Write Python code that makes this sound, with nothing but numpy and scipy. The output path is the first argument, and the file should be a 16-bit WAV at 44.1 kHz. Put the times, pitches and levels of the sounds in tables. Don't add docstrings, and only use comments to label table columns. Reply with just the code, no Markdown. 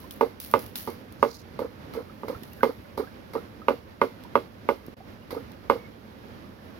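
import sys
import numpy as np
from scipy import signal
from scipy.fft import rfft, irfft, next_fast_len
from scipy.io import wavfile

SR = 44100
rng = np.random.default_rng(int(sys.argv[2]) if len(sys.argv) > 2 else 0)


def master_out(mix):
    frames = np.transpose(np.atleast_2d(mix))
    ceiling = np.clip(frames, -1, 1)
    pcm = np.round(ceiling * 32767).astype(np.int16)
    wavfile.write(sys.argv[1], SR, pcm)


N = 299728
TIME = np.arange(N) / SR

# start_s, force_db, crunch_db, gulp_after_s, gulp_hz, gulp_db, suck_db
CONTACTS = [(0.2104, -1.5, -41, 0.015, 460, -15.5, -30.5), (0.5386, 0.66, -40.5, 0.027, 516, -24.5, -42),
            (0.8751, -11, -43, .008, 364, -27, -51), (1.2279, -0.5, -40.5, 0.025, 440, -23.5, -39),
            (1.5917, -10, -45, 0.023, 489, -20.5, -25.5), (1.938, -25, -46.5, 0.017, 462, -30, -35),
            (1.9510, -16.5, -57, 0.02, 474, -24, -32), (2.2334, -13, -62, .008, 467, -32, -51),
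            (2.283, -15, -44, .012, 503, -22.5, -31.5), (2.6322, -0.5, -38.5, 0.028, 455, -22, -23.5),
            (2.9774, -11.5, -41, 0.016, 432, -19.5, -31), (3.336, -20, -45, 0.0096, 460, -28.5, -41),
            (3.3529, -11.5, -71, 0.0012, 458, -20, -48), (3.684, -0.5, -42.5, 0.021, 486, -17, -34),
            (4.0160, 0, -42, .021, 471, -19, -40), (4.3546, -0.5, -44.5, .020, 454, -25.5, -54),
            (4.6892, -1, -43.5, 0.026, 457, -28, -52), (5.3087, -20, -42, 0.016, 490, -27.5, -58),
            (5.3490, -16, -64, 0.015, 473, -24, -43), (5.6992, 0.5, -41, 0.025, 497, -21, -28)]
# pitch_hz, level_db, t60_s, first_swing_sign
WOOD_MODES = [(248.6, -21.5, 0.034, -1), (318, -31.5, 0.11, -1), (377.4, -27.5, 0.13, -1),
              (465.8, -22.5, 0.12, 1), (555.7, -13.5, 0.09, 1), (639, -29, 0.13, 1), (854.5, -7, 0.027, 1),
              (1040, -38, 0.064, 1), (1137, -14.5, 0.035, -1), (1229, -6, .014, -1),
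              (1468, -24.5, 0.073, -1), (2105, -15, 0.03, 1), (2100, -57, 0.018, 1),
              (2700, -8.5, 0.0045, -1), (4000, -68, 0.015, 1)]
# delay_s, pressure_ratio
NEAR_ECHOES = [(.00408, 0.72), (.00869, -.17), (0.0124, .33), (0.021, 0.27)]
def pestle(vary_db, detune, echo_hz, crack_db, crack_t60, crack_hz):
    out, t = np.zeros(N), TIME[:SR // 2]
    full_blow_hz, force_db_per_octave = 1760, 8.5
    thinning_octaves_per_s = 0.051
    hz, db, t60, swing = np.transpose(WOOD_MODES)
    decays = np.array([dying(each) for each in t60])
    for s, force_db, *_ in CONTACTS:
        contact_hz = full_blow_hz * 2 ** (force_db / force_db_per_octave + thinning_octaves_per_s * s)
        strength, shift = rng.standard_normal((2, len(hz)))
        modes = decays * np.sin(2 * np.pi * (hz * (1 + detune * shift))[:, None] * t)
        knock = (np.sign(swing) * from_db(db + vary_db * strength)) @ modes
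        blur = rms_one(band_noise(crack_hz / 2, crack_hz * 2, len(t)))
        crack = from_db(crack_db) * dying(crack_t60) * blur
        add(out, s, from_db(force_db) * soften(soften(knock + crack, contact_hz), contact_hz))
    echoes = sum(ratio * delayed(out, s) for s, ratio in NEAR_ECHOES)
    return out + soften(echoes, echo_hz)


def bowl(squelch_db, squelch_hz, thud_db, thud_hz):
    notes, squeeze, t = np.zeros(N), np.zeros(N), TIME[:SR // 10]
    gulp_swell_s, suck_swell_s, suck_after_s, suck_hz = 0.006, 0.0072, 0.029, 483
    base_thud = from_db(thud_db) * np.sin(2 * np.pi * thud_hz * t)
    for s, _, _, gulp_after_s, gulp_hz, gulp_db, suck_db in CONTACTS:
        gulp = (gulp_after_s, gulp_swell_s, gulp_hz, gulp_db)
        suck = (gulp_after_s + suck_after_s, suck_swell_s, suck_hz, suck_db)
        for after_s, swell_s, hz, db in gulp, suck:
            push = from_db(db) * (t / swell_s * np.exp(1 - t / swell_s)) ** 2
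            add(notes, s + after_s, push * (np.sin(2 * np.pi * hz * t) + base_thud))
            add(squeeze, s + after_s, push)
    wet_mash = rms_one(band_noise(squelch_hz / 6, squelch_hz, N, order=4))
    return notes + from_db(squelch_db) * soften(squeeze, hz=27) * wet_mash


# frequency_hz, relative_db
HERB_SPECTRUM = [(1200, 15.5), (1850, 2), (2130, 15), (2500, -2.5), (4500, 3.5), (6200, -7), (8200, -16.5),
                 (10500, -2), (12500, 1.5), (16000, -7)]
def herbs(lead_s, rise_t60, stalk_t60, crunch_t60):
    crush = np.zeros(N)
    shape = dying(stalk_t60) + dying(crunch_t60) * (1 - dying(rise_t60))
    for s, _, crunch_db, *_ in CONTACTS:
        add(crush, s - lead_s, from_db(crunch_db) * shape)
    return coloured(crush * grains(per_s=14000, spread_db=1.5), HERB_SPECTRUM)


# start_s, level_db, left_over_right_db, ring_relative_db
TWIG_SNAPS = [(-0.02, -35, -3, -25), (0.109, -35, -2.5, -5), (0.401, -31, -0.5, -15),
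              (0.447, -35.5, 2, -26), (0.513, -35, 5, -19), (0.592, -34.5, 2, -13), (0.663, -39, -2, -24),
              (0.7561, -28, -2.5, -4.5), (0.902, -40.5, 4, -20), (1.124, -43.5, 0, -15),
              (2.434, -39, -5, -8), (2.533, -42.5, 2, -20), (4.237, -45.5, -7.5, -2.5),
              (4.8644, -46.5, 9, -20), (5.518, -48, 1, -5)]
# peak_s, half_width_s, level_db
FIRE_FLARES = [(2.5, 0.32, -65), (6.67, 0.054, -78.5)]
# frequency_hz, relative_db
FIRE_SPECTRUM = [(1200, -6), (2900, -2.5), (4500, -2.5), (6200, -4.5), (8200, -14.5), (10500, 3),
                 (12500, 5.5), (16000, 1)]
def fire(crack_t60, ring_hz, ring_width_hz, ring_t60, settle_t60, fizz_db):
    cracks, rings, settling_power = np.zeros((3, 2, N))
    for s, db, pan_db, ring_db in TWIG_SNAPS:
        add(cracks, s, pan(pan_db) * from_db(db) * dying(crack_t60))
        add(rings, s, pan(pan_db) * from_db(db + ring_db) * dying(ring_t60))
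        settle_db = -40 + 1.93 * (db + 30)
        add(settling_power, s, (pan(pan_db) * from_db(settle_db) * dying(settle_t60)) ** 2)
    flares = sum(from_db(db) * np.exp(-((TIME - s) / width_s) ** 2) for s, width_s, db in FIRE_FLARES)
    fizz = from_db(fizz_db) + flares
    rustle = np.sqrt(settling_power + fizz ** 2) * grains(per_s=5000, spread_db=2.8)
    resonance = signal.iirpeak(ring_hz, ring_hz / ring_width_hz, fs=SR)
    wood = rms_one(signal.lfilter(*resonance, rng.standard_normal((2, N))))
    return coloured(cracks * rng.standard_normal((2, N)) + rustle, FIRE_SPECTRUM) + rings * wood


# start_s, level_db
GROUND_BUMPS = [(2.424, -27), (4.655, -30), (4.883, -22)]
def bumps(hz, t60):
    out = np.zeros(N)
    for s, db in GROUND_BUMPS:
        add(out, s, from_db(db) * dying(t60) * np.sin(2 * np.pi * hz * TIME[:SR // 2]))
    return out


# start_s, start_pitch_hz, level_db
WET_PLINKS = [(0.042, 985, -39), (2.097, 1260, -41), (2.349, 1290, -34), (2.608, 1500, -32),
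              (3.039, 1225, -38), (3.073, 1570, -40.5), (3.379, 1250, -33.5), (3.618, 1235, -37.5),
              (4.25, 940, -39), (5.005, 733, -38), (5.372, 1250, -39)]
def plinks(ring_t60, rise_t60, glide, faint_db, faint_count):
    out, t = np.zeros(N), TIME[:SR // 2]
    faint = [(when * N / SR, 700 * 2 ** (2 * height), faint_db - 10 * depth)
             for when, height, depth in rng.random((faint_count, 3))]
    shape = dying(ring_t60) * (1 - dying(rise_t60))
    for s, hz, db in WET_PLINKS + faint:
        add(out, s, from_db(db) * shape * np.sin(2 * np.pi * hz * (t + glide * t ** 2)))
    return out


# frequency_hz, relative_db
MURMUR_SPECTRUM = [(25, -20), (45, -12), (63, -5), (105, -2), (150, -8.5), (215, -3), (405, -11.5),
                   (530, -10), (680, -16), (1790, -22), (5140, -35.5), (6500, -41.5), (8360, -51),
                   (12000, -38), (16000, -47)]
# time_s, level_db
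MURMUR_LEVELS = [(0, -47), (3.6, -46.5), (6.8, -47)]
def stream(swell_db):
    murmur = coloured(rng.standard_normal((2, N)), MURMUR_SPECTRUM)
    drift = from_db(np.interp(TIME, *np.transpose(MURMUR_LEVELS)))
    return drift * flutter(swell_db, hz=4.9) * murmur / murmur.mean(axis=0).std()


# frequency_hz, relative_db
LEAF_SPECTRUM = [(2500, -37), (3800, -6), (4300, -0.5), (6500, -5), (8200, -19), (11000, -10), (16000, -14)]
def leaves(db):
    swish = from_db(db) * held(start_s=1.168, rise_s=0.15, length_s=0.19, fall_s=0.088)
    swish = swish * flutter(depth_db=3.5, hz=40)
    return coloured(swish * grains(per_s=6200, spread_db=2.5), LEAF_SPECTRUM)


def bird(start_s, start_hz, sag_hz_per_s, db):
    hz = start_hz - sag_hz_per_s * (TIME - start_s)
    shape = held(start_s, rise_s=0.012, length_s=0.089, fall_s=0.012) * flutter(depth_db=5, hz=25)
    return from_db(db) * shape * np.sin(2 * np.pi * np.cumsum(hz) / SR)


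# frequency_hz, level_db, t60_s
TREE_SCATTER = [(150, -20.5, 0.24), (490, -9, 0.1), (940, -26.5, 0.4), (2180, -23.5, 0.12),
                (5000, 0.5, 0.34)]
def woods(x, build_t60):
    edges_hz, tail = 70 * 2. ** np.arange(8), 0
    for low, high in zip(edges_hz, edges_hz[1:]):
        hz = np.sqrt(low * high)
        shape = dying(at_hz(TREE_SCATTER, hz, column=2)) * (1 - dying(build_t60))
        noise = band_noise(low, high, (2, len(shape)))
        tail = tail + noise * shape / np.linalg.norm(shape) * from_db(at_hz(TREE_SCATTER, hz))
    return signal.fftconvolve(x[None], tail, axes=1)[:, :N]


# frequency_hz, correlation, left_over_right_db
OPEN_AIR = [(59.6, 1, -5.5), (130, 0.6, -3), (308, 0.61, -4.5), (710, -0.17, -4.5), (1390, -0.3, -6),
            (2420, 0.17, -4.5), (4400, -0.24, -11), (5400, 0.44, -10.5), (7650, -0.038, 4),
            (14900, 0.096, 0.5)]
def coloured(pair, spectrum):
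    hz = np.fft.rfftfreq(next_fast_len(N + SR // 10), 1 / SR)
    mid, side = rfft(pair, 2 * (len(hz) - 1)) * rms_one(from_db(at_hz(spectrum, hz)))
    alike = np.clip(at_hz(OPEN_AIR, hz), -1, 1)
    lean = from_db(at_hz(OPEN_AIR, hz, column=2) / 2)
    mid, side = mid * np.sqrt(1 + alike), side * np.sqrt(1 - alike)
    return irfft([(mid + side) * lean, (mid - side) / lean])[:, :N]


def grains(per_s, spread_db):
    sizes = from_db(spread_db * np.minimum(rng.exponential(1, N), 4))
    return rms_one(rng.standard_normal((2, N)) * sizes * (rng.random(N) < per_s / SR))


def band_noise(low_hz, high_hz, size, order=2):
    band = signal.butter(order, [low_hz, high_hz], "band", fs=SR, output="sos")
    return signal.sosfilt(band, rng.standard_normal(size))


def flutter(depth_db, hz):
    return from_db(depth_db * rms_one(soften(soften(rng.standard_normal(N), hz), hz)))


def held(start_s, rise_s, length_s, fall_s):
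    t = TIME - start_s
    return np.clip(np.minimum(t / rise_s, 1 - (t - length_s) / fall_s), 0, 1)


def dying(t60):
    return from_db(-60 * TIME[:SR // 2] / t60)


def soften(x, hz):
    r = np.exp(-2 * np.pi * hz / SR)
    return signal.lfilter([1 - r], [1, -r], x + 1e-18)


def lagged(x, corner_hz):
    k = np.tan(np.pi * corner_hz / SR)
    return signal.lfilter([k - 1, k + 1], [k + 1, k - 1], x)


def delayed(x, s):
    return np.interp(TIME - s, TIME, x, left=0)


def add(out, s, sound):
    start = round(s * SR)
    sound, start = sound[..., max(-start, 0):], max(start, 0)
    out[..., start:start + sound.shape[-1]] += sound[..., :max(N - start, 0)]


def pan(db):
    gains = from_db([[db / 2], [-db / 2]])
    return gains / gains.mean()


def at_hz(rows, hz, column=1):
    rows = np.array(rows)
    return np.interp(np.log(np.maximum(hz, 1)), np.log(rows[:, 0]), rows[:, column])


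def from_db(db):
    return 10 ** (np.asarray(db) / 20)


def rms_one(x):
    return x / np.sqrt(np.mean(x ** 2) + 1e-20)


def scene():
    knocks = pestle(vary_db=2.0, detune=0.0091, echo_hz=960,
                    crack_db=-24.5, crack_t60=0.084, crack_hz=1780)
    gulps = bowl(squelch_db=-12.5, squelch_hz=1272, thud_db=-8.5, thud_hz=281.6)
    wet = plinks(ring_t60=0.057, rise_t60=0.0016, glide=2.5, faint_db=-49.0, faint_count=40)
    whistle = bird(start_s=5.78, start_hz=2270, sag_hz_per_s=1200, db=-57)
    sources = knocks + gulps + bumps(hz=273, t60=0.011) + wet + whistle
    left = signal.lfilter(*signal.iirnotch(4400, Q=1.8, fs=SR), sources)
    right = lagged(sources, corner_hz=1600)
    direct = np.array([left, right]) * pan(-6.4)
    scatter = woods(sources, build_t60=0.031) * pan(-6.0)
    swish = leaves(db=-55.5)
    crackle = fire(crack_t60=0.013, ring_hz=3520, ring_width_hz=1000, ring_t60=0.031,
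                   settle_t60=0.45, fizz_db=-74.5)
    crunch = herbs(lead_s=0.002, rise_t60=0.0064, stalk_t60=0.034, crunch_t60=0.35)
    return direct + scatter + crunch + crackle + swish + stream(swell_db=1.35)


def record(dry):
    low_cut = signal.butter(2, 42, "high", fs=SR, output="sos")
    high_cut = signal.ellip(10, .1, 70, 16000, fs=SR, output="sos")
    dip_db = -19.5 * held(start_s=4.942, rise_s=0.0038, length_s=0.023, fall_s=0.0038)
    sound = signal.sosfilt(low_cut, dry) * from_db(dip_db)
    return signal.sosfilt(high_cut, np.clip(sound, -1, 1))


dry = scene()
out = record(dry)
master_out(out)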